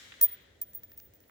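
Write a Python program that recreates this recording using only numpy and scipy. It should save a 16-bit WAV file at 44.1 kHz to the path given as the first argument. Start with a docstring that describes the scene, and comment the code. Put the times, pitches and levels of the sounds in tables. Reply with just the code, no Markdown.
"""Dry ticks and a thin ring near 15 kHz: a spent brass casing lands on a concrete pad and bounces on.
Each contact clicks; between contacts the shell's wall rings, swelling and dipping as it tumbles.
Around it the rifle knocks softly as it is handled, the last echo of the shot hisses away over the
open field, and a light wind rumbles underneath."""
import sys
import numpy as np
from scipy import signal
from scipy.fft import rfft, irfft
from scipy.io import wavfile

SR = 44100
rng = np.random.default_rng(int(sys.argv[2]) if len(sys.argv) > 2 else 0)


def to_wav(s):
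    """Save 16-bit WAV."""
    ch = np.atleast_2d(s).T  # columns
    pcm = np.round(np.clip(ch, -1, 1) * 32767)  # PCM
    wavfile.write(sys.argv[1], SR, pcm.astype(np.int16))


N = 57330


# Brass hitting concrete: (time [s], tick level [dB], treble shelf [dB], hollow note level [dB])
CASING_HITS = [(0.2108, -20, 7, -35.5), (0.2135, -8, 8.5, -40), (0.215, -14, 2, -40.5),
               (0.6141, -24, 3.5, -51.5), (0.6182, -19, 8.5, -61), (0.62, -33, -14, -60),
               (0.631, -43, -4, -59), (0.7340, -30.5, -4, -56), (0.748, -33.5, 3, -79),
               (0.8340, -25, -18, -53), (0.918, -25.5, -35, -51.5), (0.9760, -28, -6, -66),
               (0.99, -36, -3, -68), (1.0004, -23, -12, -78), (1.051, -41, -9, -63),
               (1.1370, -32, -5, -70.5), (1.155, -38, -19, -89), (1.2033, -37, -7, -62.5)]
# EQ of one tick: (frequency [Hz], gain [dB])
TICK_EQ = [(200, -13.5), (400, -18), (680, -24), (1000, -15.5), (1900, -4.5), (2900, -5.5), (4500, -7.5),
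           (6600, 1), (8200, 1), (9700, -6.5), (11500, -5.5), (13500, -2.5), (14400, 1), (15000, 18),
           (15500, 5), (16500, -12.5)]


def casing_ticks():
    """Each contact clicks with a gritty tail and briefly sounds the air in the open shell."""
    ticks = 0
    for start, tick_db, treble_db, hollow_db in CASING_HITS:
        tick = from_db(tick_db) * impact(start, TICK_EQ, treble_db, grit_db=-2, grit_t60=0.013)
        hollow = ping(start, hz=1830, db=hollow_db, t60=0.027)
        ticks += tick + hollow
    return pan(ticks, left_db=-0.5)


# Stretches of ring, each starting at a bounce or where the ring swells again:
# (start [s], level [dB], tumble rate [turns/s], start angle [turns], ground-echo beat [Hz],
# upper modes [dB re main mode], lower modes [dB re main mode])
RING_STRETCHES = [(0.2135, -14.5, 36, 0.075, 12, -16, -29), (0.2195, -11, 11.2, 0.7, 8.5, -26, -34.5),
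                  (0.6142, -26, 3.58, .18, 9.4, -31, -34.5), (0.7340, -37, 16, .63, 36, -16, -33),
                  (0.7478, -36.5, 10, 0.88, 22, -9, -35), (0.771, -43, 11, .92, 32, -16, -39),
                  (0.8340, -31.5, 2.1, 0.61, 14, -27, -33), (0.9172, -41, 11, 0.23, 14, -12, -31),
                  (0.9760, -27.5, 1.16, 0.28, 16.5, -17, -33), (1.0005, -32, 1.72, 0.302, 6.1, -8, -25),
                  (1.0515, -47.5, 0.7, 0.58, 10, -8, -25), (1.1370, -47, 5.6, 0.33, 12, -13, -24),
                  (1.2025, -55, 1.8, 0.76, 34, -14, -20), (1.277, -58, 2, .5, 12, -16, -15)]


def casing_ring():
    """The shell rings in stretches; tumbling sweeps its lobes past the listener like a tremolo."""
    fade_s = 0.0012
    steady_share, ground_share = 0.42, 0.4  # radiated alike all round; mirrored by the concrete
    scatter = 1j * from_db(-22.5)  # diffuse ring that fills the dips
    ends = [stretch[0] for stretch in RING_STRETCHES[1:]] + [N / SR]
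    ring = 0
    for (start, db, spin, angle, beat_hz, upper_db, lower_db), end in zip(RING_STRETCHES, ends):
        t = since(start)
        gate = (1 - np.exp(-t / fade_s)) * np.exp(-since(end) / fade_s)
        lobes = steady_share + np.cos(2 * np.pi * (spin * t + angle)) + scatter
        ground_beat = 1 + ground_share * np.exp(2j * np.pi * beat_hz * t)
        main_hz = 15020 + 150 * max(start - 0.6, 0)  # later stretches ring a shade higher
        wall = wall_modes(t, main_hz, upper_db, lower_db)
        ring += from_db(db) * gate * (lobes * ground_beat * wall).imag
    return ring


def wall_modes(t, main_hz, upper_db, lower_db, main_t60=0.21):
    """The brass wall rings in one strong mode, with a quieter pair above it and another below."""
    main = from_db(-60 * t / main_t60) * np.exp(2j * np.pi * main_hz * t)
    upper = mode_pair(t, pair_hz=(15703, 15757), db=upper_db, t60=0.17)
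    lower = mode_pair(t, pair_hz=(10970, 11137), db=lower_db, t60=0.3)
    return main + upper + lower


def mode_pair(t, pair_hz, db, t60, twin_db=-3.5):
    """Two close modes that beat as they die away."""
    first, twin = np.exp(2j * np.pi * np.outer(pair_hz, t))
    return from_db(db - 60 * t / t60) * (first + from_db(twin_db) * twin)


def thump_and_faint_tone(start=0.214):
    """A soft landing thump, plus a separate faint tone near 1 kHz that sags and fades."""
    thump = ping(start, hz=196.4, db=-54, t60=0.079)
    tone_hz, sag_hz_per_s, tone_db = 998, 750, -61
    attack_s, hold_s, t60 = 0.0062, 0.032, 0.08
    t = since(start)
    envelope = from_db(tone_db - 60 * since(start + hold_s) / t60) * (1 - np.exp(-t / attack_s))
    tone = envelope * np.sin(2 * np.pi * (tone_hz - sag_hz_per_s * t / 2) * t)
    return thump + tone


# Rifle handling: (time [s], level [dB], pitch [ratio])
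RIFLE_KNOCKS = [(0.1212, -8.5, 1), (0.1400, -17, 1.1), (1.238, -33, 1.26), (1.296, -23.5, 0.66)]
# EQ of a knock at pitch ratio 1: (frequency [Hz], gain [dB])
KNOCK_EQ = [(200, -27), (950, -13.5), (1450, 1), (2200, -4), (3000, -2), (4500, -20), (9000, -37),
            (16000, -45)]


def rifle_knocks():
    """Small dull knocks with a short rattle, each at its own pitch, as the rifle shifts on its rest."""
    knocks = 0
    for start, db, pitch in RIFLE_KNOCKS:
        eq = [(hz * pitch, gain_db) for hz, gain_db in KNOCK_EQ]
        knocks += from_db(db) * impact(start, eq, treble_db=0, grit_db=6, grit_t60=0.028)
    return knocks


# Tone of the shot's echo: (frequency [Hz], relative level [dB])
ECHO_EQ = [(200, -13.5), (600, -15), (950, -11), (1400, -5), (1950, 2.5), (2650, -6), (3300, 0.5),
           (3950, -1), (4500, -5.5), (7000, -6.5), (10000, -19), (16000, -21)]
# Fade of the echo: (time [s], level [dB])
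ECHO_FADE = [(0, -51.5), (.15, -55.5), (.3, -55.5), (.45, -61.5), (.6, -70), (1.3, -80)]


def shot_echo(treble_loss_db_per_s=28):
    """The shot returns from the field as a wide, diffuse hiss; its treble dies first."""
    t = since(0)
    body, treble = stereo_noise(ECHO_EQ, correlation=[(1000, 0.03)], split_hz=4130)
    hiss = body + treble * from_db(-treble_loss_db_per_s * t)
    return pan(hiss * fader(ECHO_FADE), left_db=3)


# Tone of the wind and open air: (frequency [Hz], relative level [dB])
WIND_EQ = [(40, -12.5), (62, 0.5), (90, -1.5), (160, -9), (300, -8.5), (580, -9), (760, -19.5), (1200, -26),
           (1900, -19), (2600, -27.5), (3400, -27.5), (4500, -29), (7000, -28.5), (10000, -36.5),
           (16000, -35)]
# Stereo image, centred lows and wide highs: (frequency [Hz], left-right correlation [0..1])
WIND_CORRELATION = [(60, 0.93), (170, 1), (350, 0.25), (700, 0.25), (2000, 0), (16000, 0)]
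# Fader ride on the rumble: (time [s], gain [dB])
RUMBLE_SWELL = [(0, -1), (.7, 0.5), (.8, 3), (1.1, 2.5), (1.3, -4)]


def wind(level_db=-64):
    """Light wind: a low rumble that swells a little, under a bed of faint, steady hiss."""
    rumble, hiss = stereo_noise(WIND_EQ, WIND_CORRELATION, split_hz=140)
    return from_db(level_db) * (hiss + rumble * fader(RUMBLE_SWELL))


def impact(start, eq, treble_db, grit_db, grit_t60, size=4096):
    """A click, a short crunch and faint reflections, all coloured by one EQ."""
    hz, t = np.fft.rfftfreq(size, 1 / SR), np.arange(size) / SR
    shelf_db = treble_db * at_hz([(4800, 0), (12970, 1)], hz)
    # Folding the cepstrum makes the EQ minimum-phase, so nothing rings ahead of the hit.
    cepstrum = irfft(np.log(from_db(at_hz(eq, hz) + shelf_db)))
    cepstrum[1:size // 2] *= 2
    cepstrum[size // 2 + 1:] = 0
    click = t == 0
    grit = burst(t, grit_db, grit_t60)
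    reflections = burst(t, db=-14.5, t60=0.12)  # scatter from the wooden rest and the pad
    strike = (click + grit + reflections) / np.sqrt(1 + from_db(grit_db) ** 2)
    track, onset = np.zeros((2, N + size)), int(start * SR)
    track[:, onset:onset + size] = irfft(rfft(strike) * np.exp(rfft(cepstrum)))
    return track[:, :N]


def burst(t, db, t60):
    """Decaying noise of a given energy, independent in each ear."""
    noise = rng.standard_normal((2, len(t))) * from_db(-60 * t / t60)
    return from_db(db) * noise / np.sqrt((noise ** 2).sum(1, keepdims=True))


def ping(start, hz, db, t60):
    """One decaying sine."""
    t = since(start)
    return from_db(db - 60 * t / t60) * np.sin(2 * np.pi * hz * t)


def stereo_noise(eq, correlation, split_hz):
    """Coloured stereo noise of rms 1, returned as the low and high bands of a crossover."""
    hz = np.fft.rfftfreq(N, 1 / SR)
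    mid, side = rfft(rng.standard_normal((2, N)))
    alike = at_hz(correlation, hz)
    white = np.sqrt(1 + alike) * mid + np.sqrt(1 - alike) * side * [[1], [-1]]
    spectrum = from_db(at_hz(eq, hz)) * white
    whole = irfft(spectrum, N)
    low = irfft(spectrum / (1 + (hz / split_hz) ** 10), N)
    return low / whole.std(), (whole - low) / whole.std()


def from_the_right(x, lag_s=0.00019):
    """A sound on the right reaches the left ear a little later."""
    hz = np.fft.rfftfreq(2 * N, 1 / SR)
    left = irfft(rfft(x[0], 2 * N) * np.exp(-2j * np.pi * hz * lag_s))[:N]
    return np.array([left, x[1]])


def pan(x, left_db):
    """Tilt the balance so the left channel gains left_db over the right."""
    return x * from_db(np.array([[left_db], [-left_db]]) / 2)


def fader(points):
    """Gain curve through (time [s], level [dB]) points."""
    return from_db(np.interp(since(0), *np.transpose(points)))


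def at_hz(points, hz):
    """Read a table on a log-frequency axis."""
    frequencies, values = np.transpose(points)
    return np.interp(np.log(np.maximum(hz, 1)), np.log(frequencies), values)


def since(start):
    """Seconds elapsed after a moment, zero before it."""
    return np.maximum(np.arange(N) / SR - start, 0)


def from_db(db):
    """Decibels to amplitude."""
    return 10 ** (np.asarray(db) / 20)


def scene():
    """The casing up front and a little to the right, over rifle handling, echo and wind."""
    casing = from_the_right(casing_ticks() + casing_ring())
    return casing + thump_and_faint_tone() + rifle_knocks() + shot_echo() + wind()


def record(dry, low_cut_hz=46, high_cut_hz=16800):
    """A low cut and a steep high cut on the whole mix."""
    low_cut = signal.butter(4, low_cut_hz, "high", fs=SR, output="sos")
    high_cut = signal.ellip(10, 0.1, 80, high_cut_hz, fs=SR, output="sos")
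    return signal.sosfilt(high_cut, signal.sosfilt(low_cut, dry))


dry = scene()
out = record(dry)
to_wav(out)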